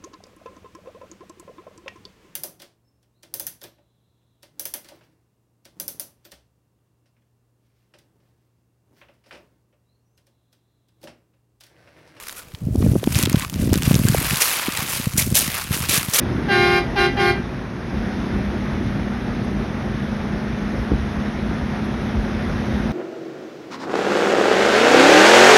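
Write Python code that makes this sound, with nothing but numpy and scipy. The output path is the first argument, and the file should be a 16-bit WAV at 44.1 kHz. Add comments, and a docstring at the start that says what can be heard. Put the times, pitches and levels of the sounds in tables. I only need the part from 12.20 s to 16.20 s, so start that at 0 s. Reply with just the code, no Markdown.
"""Boots crunch over crusty snow in the open, close by, while wind thumps on the microphone.
The hard crust snaps in single cracks and gives way in bright bursts of tiny breaks.
Loose icy crumbs grind and hiss in between, and slabs of crust squeak briefly as they rub.
Wind and handling knock at the hand-held microphone in short low thumps, over faint open air."""
import sys
import numpy as np
from scipy import signal
from scipy.fft import rfft, irfft
from scipy.io import wavfile
from scipy.ndimage import map_coordinates

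SR = 44100
rng = np.random.default_rng(int(sys.argv[2]) if len(sys.argv) > 2 else 0)


def int16_out(signal):
    """Quantize to a 16-bit WAV file."""
    q = np.round(np.clip(np.atleast_2d(signal).T, -1, 1) * 32767)
    wavfile.write(sys.argv[1], SR, q.astype(np.int16))


N = 176400  # 4 seconds

# grain of the loose snow: breaks each second, spread of their sizes, share of smooth hiss
CRUMBS_PER_S, CRUMB_SCATTER_DB, CRUMB_SMOOTH = 950, 4, 0.28


def crunches():
    """The crust gives way under a boot: a sudden burst of tiny breaks that holds, then dies away."""
    # each crush (start [s], rise [s], hold [s], fade [s], treble level [dB], treble over body [dB])
    crushes = [(0.16, 0.013, 0.036, 0.013, -37, 3.5), (0.58, 0.015, 0.21, 0.013, -40.5, 23),
               (0.953, .005, 0.082, 0.0085, -29, -7.5), (1.39, .015, 0.069, .015, -36, 11),
               (1.529, .003, 0.021, 0.018, -36.5, -11.5), (1.647, 0.013, 0.022, 0.0083, -30, -7.5),
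               (2.207, 0.018, 0.015, 0.0062, -18, -2.5), (2.222, 0.032, 0.025, 0.073, -21.5, -1.5),
               (2.691, 0.012, 0.086, 0.026, -27, -1), (2.976, 0.0071, 0.011, 0.0037, -12, 7),
               (2.993, .003, 0.0081, 0.002, -13.5, 2), (3.006, .005, 0.0088, 0.027, -22, -3),
               (3.147, 0.012, 0.046, 0.004, -13.5, 1), (3.202, 0.013, 0.017, 0.038, -20, -2),
               (3.53, 0.0088, 0.021, 0.005, -27, -6.5), (3.687, 0.0049, 0.093, 0.0065, -19, -2),
               (3.935, 0.0028, 0.01, 0.037, -13.5, 0.5), (3.984, 0.0056, .03, 0.019, -18.5, -1)]
    # tone of breaking crust (frequency [Hz], relative level [dB])
    crust_tone = [(200, -19), (500, -4.5), (1000, -12), (1700, -5.5), (2400, -2.5), (3500, -3),
                  (4900, -3.5), (5800, -1), (8000, -3.5), (10000, 0), (12500, -1.5), (15500, -12)]
    t = np.arange(N) / SR
    breaks = fractures(per_s=1300, scatter_db=2, smooth=0.18)
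    grains = unit(colour(chips(breaks), crust_tone))
    body = signal.sosfiltfilt(signal.butter(2, 4000, fs=SR, output="sos"), grains)
    treble = grains - body
    out = np.zeros(N)
    for start, rise, hold, fade, db, treble_db in crushes:
        onset = np.clip((t - start) / rise + .5, 0, 1)
        tail = np.exp(-np.maximum(t - start - hold, 0) / fade)
        out += undb(db) * onset * tail * (body * undb(-treble_db) + treble)
    return out


def cracks():
    """The crust snaps: a millisecond of splintering makes a small plate of it ring at two pitches."""
    # single snaps (time [s], level [dB], lower ringing pitch [Hz])
    snaps = [(0.0847, -16, 6750), (0.095, -19, 5000), (0.3487, -24, 2960), (.559, -26.5, 6750),
             (0.626, -24.5, 1100), (0.8404, -13.5, 3480), (.873, -22.5, 2500), (0.9472, -10, 4300),
             (0.9553, -10, 7500), (.9883, -4, 6800), (1.0269, -4, 6400), (1.035, -7.5, 4800),
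             (1.0542, -9, 6000), (1.058, -7, 2980), (1.097, -9, 9500), (1.1287, -10, 7040),
             (1.158, -13.5, 2420), (1.1962, -11.5, 7140), (1.2075, -20, 1500), (1.223, -16.5, 3000),
             (1.2476, -15, 1650), (1.298, -14.5, 6160), (1.3407, -17, 4450), (1.5323, -7, 6650),
             (1.5406, -8, 5500), (1.5564, -11, 5500), (1.577, -12, 9000), (1.622, -11, 3600),
             (1.633, -10.5, 6750), (1.7427, -7.5, 4680), (1.7532, -6.5, 5160), (1.8856, -3, 6500),
             (2.109, -8.5, 3030), (2.158, -9, 4900), (2.573, -8.5, 7000), (2.935, -20.5, 6000),
             (2.722, -11, 10000), (3.103, -13.5, 9000), (3.1994, -5.5, 6000), (3.441, -16, 8000)]
    # tone shared by all snaps (frequency [Hz], relative level [dB])
    snap_tone = [(300, -19), (1000, 11), (2200, 5.5), (6000, -1.5), (12000, 0), (16000, -2)]
    rise_s, fade_s, ring_gain, ring_q, trim_db = .0001, 0.00096, 2.9, 1.6, -2
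    t = np.arange(SR // 50) / SR
    envelope = np.exp(-t / fade_s) * np.tanh(t / rise_s)
    out = np.zeros(N + len(t))
    for start, db, hz in snaps:
        burst = rng.standard_normal(len(t)) * envelope
        spacing, strength = rng.random(2)  # no two plates are alike
        upper_hz = hz * 2 ** (1.56 * spacing)  # up to 1.56 octaves higher
        plate = unit(band(burst, hz, ring_q)) + strength * unit(band(burst, upper_hz, ring_q))
        snap = unit(unit(burst) + ring_gain * unit(plate)) * np.sqrt(np.mean(envelope ** 2))
        out[int(start * SR):][:len(t)] += undb(db + trim_db) * snap
    return colour(out[:N], snap_tone)


def crumbs():
    """Loose grains tick under a light boot and merge into a grinding hiss as the weight comes on."""
    # loudness of the crumbs (time [s], grinding level [dB], hiss level [dB])
    levels = [(0, -41, -41), (.14, -45, -43), (.24, -49, -51.5), (.42, -61, -56), (.55, -58, -49),
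              (.64, -43, -64), (.85, -45.5, -40.5), (.94, -33.5, -30.5), (1.08, -36.5, -41),
              (1.23, -33.5, -33.5), (1.29, -47.5, -44), (1.42, -37, -42.5), (1.50, -43, -44.5),
              (1.56, -38.5, -38), (1.605, -38.5, -36.5), (1.65, -32, -32.5), (1.80, -35, -31),
              (1.95, -30.5, -30), (2.12, -26.5, -26), (2.27, -26, -24), (2.38, -24.5, -27),
              (2.50, -30, -34), (2.60, -26, -29), (2.69, -31, -31), (2.84, -31, -31.5), (2.915, -40.5, -37),
              (2.96, -38, -36), (3.0, -29.5, -27), (3.06, -40.5, -31.5), (3.135, -38.5, -35.5),
              (3.37, -27.5, -28.5), (3.43, -33, -32), (3.48, -38.5, -40.5), (3.54, -28, -27.5),
              (3.59, -34.5, -29.5), (3.645, -27.5, -30), (3.68, -36, -35), (3.73, -24, -27),
              (3.81, -29.5, -29.5), (3.87, -35.5, -34), (4.0, -24.5, -25)]
    # tone of the grinding (frequency [Hz], relative level [dB])
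    grind_tone = [(100, -17.5), (300, -7), (750, -3), (1100, 3), (1700, 1), (2600, 2), (3500, -2.5),
                  (5000, -5.5), (9000, -28.5)]
    # tone of the high hiss (frequency [Hz], relative level [dB])
    hiss_tone = [(1500, -23), (3200, -5.5), (4500, 1), (6200, 2.5), (8000, 2), (10500, 4.5), (13000, 3.5),
                 (15500, -4)]
    load = curve(levels, column=1)
    per_s = CRUMBS_PER_S * (load / load.mean()) ** .8  # harder grinding breaks more crumbs
    breaks = fractures(per_s, CRUMB_SCATTER_DB, CRUMB_SMOOTH)
    grind = unit(colour(chips(breaks), grind_tone)) * load
    hiss = unit(colour(chips(breaks), hiss_tone)) * curve(levels, column=2)
    return grind + hiss


def squeaks():
    """Edges of crust stick and slip, making a short rough note that rises under the load."""
    # each rub (middle [s], length [s], pitch [Hz], level [dB])
    rubs = [(0.186, 0.044, 1344, -43), (1.238, 0.031, 1150, -31), (1.88, 0.03, 1506, -34),
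            (2.996, 0.018, 2153, -22.5)]
    ring_q, glide_octaves = 4, .12
    t = np.arange(N) / SR
    out = np.zeros(N)
    slips = fractures(CRUMBS_PER_S, CRUMB_SCATTER_DB, CRUMB_SMOOTH)
    for middle, length, hz, db in rubs:
        progress = 2 * (t - middle) / length
        pitch = hz * 2 ** (glide_octaves * np.tanh(progress))
        phase = 2 * np.pi * np.cumsum(pitch) / SR
        ring = wander(hz / ring_q) * np.sin(phase) + wander(hz / ring_q) * np.cos(phase)
        out += undb(db) * unit(ring) * slips * np.exp(-progress ** 2)
    return out


def wind():
    """Gusts flutter on the microphone as small swirls of air over a rumble, with strong thumps."""
    # strong knocks on the microphone (time [s], level [dB], pitch [Hz])
    knocks = [(.343, -25, 120), (.472, -13.5, 192), (0.5559, -9, 277), (.5866, -9.5, 104),
              (0.625, -11.5, 337), (0.6464, -7.5, 171), (0.6646, -4, 177), (.718, -9, 173),
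              (.736, -13, 302), (.756, -9.5, 400), (.762, -6.5, 232), (.832, -16, 513), (.875, -5.5, 270),
              (.9645, -10.5, 130), (1.036, -9.5, 169), (1.1452, -3.5, 207), (1.1711, -11, 136),
              (1.075, -12.5, 343), (1.427, -13.5, 230), (1.4583, -13, 200), (1.5285, -7, 312),
              (1.5745, -11, 175), (1.6778, -6, 137), (1.7123, -4, 200), (1.744, -6.5, 165),
              (1.7611, -6, 163), (1.797, -9.5, 192), (1.8526, -4.5, 153), (1.8998, -10.5, 166),
              (1.9476, -8.5, 660), (2.1154, -15, 130), (2.134, -13, 163), (2.485, -12.5, 290),
              (2.593, -19.5, 119), (2.625, -18.5, 174), (2.80, -16.5, 215), (2.8721, -9.5, 170),
              (2.944, -15, 130), (2.957, -18.5, 185), (2.9829, -11, 162), (3.026, -16, 153),
              (3.069, -20, 260), (3.1248, -10, 168), (3.282, -16, 202), (3.5105, -10.5, 146),
              (3.609, -19.5, 175), (3.693, -19.5, 170), (3.7806, -15, 154), (3.8867, -15, 155)]
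    # strength of the gusts (time [s], level [dB])
    gusts = [(0, -66), (.3, -50), (.395, -54), (.42, -28), (.48, -28), (.66, -14), (.76, -24), (.83, -31.5),
             (.95, -22), (1.14, -26), (1.22, -33), (1.31, -37.5), (1.39, -18.5), (1.53, -16), (1.61, -29.5),
             (1.66, -20.5), (1.85, -21.5), (2.05, -26.5), (2.16, -36.5), (2.36, -56), (2.53, -36.5),
             (2.9, -38.5), (3.09, -24.5), (3.22, -31), (3.45, -40), (3.54, -29), (3.78, -34.5), (4, -44)]
    # tone of the rumble (frequency [Hz], relative level [dB])
    rumble_tone = [(20, -28), (45, 0), (80, 8), (115, 5.5), (170, 1.5), (260, -11), (400, -17.5),
                   (650, -16.5), (1000, -42.5), (2000, -53)]
    gap, size, pitch = rng.standard_normal((600, 3)).T
    swirl_times = np.cumsum(np.exp(gap / 2)) / 60  # typically 1/60 s apart
    swirl_db = 7.5 + 4.5 * np.tanh(size)
    swirl_hz = 181.6 * 2 ** (0.83 * np.tanh(pitch))
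    swirls = thumps(np.column_stack([swirl_times, swirl_db, swirl_hz]), steepen=0)
    rumble = undb(-4) * unit(colour(rng.standard_normal(N), rumble_tone))
    return (swirls + rumble) * curve(gusts) + undb(1.06) * thumps(knocks, steepen=0.72)


def thumps(rows, steepen):
    """Each push of air swings the pressure once or twice, slowing as it fades; strong ones can steepen."""
    rise_cycles, fall_cycles, pitch_sag = 0.29, 0.76, 0.4
    out = np.zeros(N)
    for (middle, db, hz), phase_offset in zip(rows, rng.random(len(rows))):
        first, last = int((middle - 4 / hz) * SR), int((middle + 4 / hz) * SR)
        near = np.arange(max(first, 0), min(last, N))
        cycles = (near / SR - middle) * hz
        width = np.where(cycles < 0, rise_cycles, fall_cycles)
        narrowing = np.sqrt(340 / hz)  # higher thumps swing for more cycles
        swing = undb(db) / np.cosh(narrowing * cycles / width)
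        phase = 2 * np.pi * (cycles - pitch_sag * np.log(np.cosh(cycles)) + phase_offset)
        out[near] += swing * np.sin(phase + steepen * swing * np.sin(2 * phase))
    return out


def open_air():
    """A faint, steady hush lies behind everything."""
    # tone of the open air (frequency [Hz], relative level [dB])
    air_tone = [(25, 5), (150, -10.5), (500, -4), (1500, -15), (4000, -20), (15000, -25)]
    return undb(-49.5) * colour(rng.standard_normal(N), air_tone)


def fractures(per_s, scatter_db, smooth):
    """Flickering loudness of many tiny breaks; more each second sound smoother, not louder."""
    fade_s = 0.0016
    size = undb(scatter_db * np.minimum(rng.exponential(size=N), 4))
    hits = (rng.random(N) < per_s / SR) * size ** 2 / per_s
    energy = signal.lfilter([1], [1, -np.exp(-2 / (fade_s * SR))], hits)
    average_energy = np.mean(size ** 2) * fade_s / 2
    return np.sqrt(smooth + (1 - smooth) * energy / average_energy)


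def chips(envelope):
    """Ice chips click in clusters; each cluster favours different pitches."""
    clicks = rng.standard_normal(N) * (rng.random(N) < .5) * envelope
    spectrum = rfft(clicks)
    hz = np.arange(len(spectrum)) * SR / N
    half_octaves = 2 * np.log2(np.clip(hz, 500, 16000) / 500)
    flicker_db = 1.73
    out = np.zeros(N)
    for k in range(11):  # each half-octave band flickers on its own
        part = irfft(spectrum * np.maximum(1 - abs(half_octaves - k), 0), N)
        out += part * undb(flicker_db * wander(per_s=130))
    return unit(out)


def undb(db):
    """Turn decibels into a number to multiply by."""
    return 10 ** (np.asarray(db) / 20)


def unit(x):
    """Scale a signal to an average (rms) level of 1."""
    return x / np.sqrt(np.mean(x ** 2))


def curve(rows, column=1):
    """Join (time [s], level [dB]) points into a gain that changes over time."""
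    rows = np.array(rows)
    return undb(np.interp(np.arange(N) / SR, rows[:, 0], rows[:, column]))


def colour(x, points):
    """Shape the tone through (frequency [Hz], level [dB]) points; white noise keeps its power."""
    hz, db = np.array(points).T
    freqs = np.maximum(np.arange(N // 2 + 1) * SR / N, 1)
    gains = unit(undb(np.interp(np.log(freqs), np.log(hz), db)))
    # fold the filter so that it rings only after a click, never before it
    cepstrum = irfft(np.log(gains), N)
    cepstrum[1:N // 2] *= 2
    cepstrum[N // 2 + 1:] = 0
    click_response = irfft(np.exp(rfft(cepstrum)), N)[:4096]
    return signal.fftconvolve(x, click_response)[:N]


def wander(per_s):
    """A smooth random wobble of size about 1 that changes about per_s times a second."""
    points = rng.standard_normal(4096)
    return unit(map_coordinates(points, [np.arange(N) / SR * per_s], order=3, mode="mirror"))


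def band(x, hz, q):
    """Make a signal ring around one pitch; a higher q rings longer."""
    return signal.lfilter(*signal.iirpeak(min(hz, SR / 2.5), q, fs=SR), x)


def scene():
    """Snow underfoot, wind and faint open air in one channel; nothing echoes."""
    air = open_air()
    return (crunches() + crumbs() + cracks() + squeaks() + wind() + air)[None]


def record(dry):
    """The recorder thins the deepest bass, clips at full scale and cuts the highest treble."""
    bass_cut = signal.butter(2, 23, "high", fs=SR, output="sos")
    treble_cut = signal.ellip(10, .2, 80, 15900, fs=SR, output="sos")
    clipped = np.clip(signal.sosfilt(bass_cut, dry), -1, 1)
    return signal.sosfilt(treble_cut, clipped)


dry = scene()
out = record(dry)
int16_out(out)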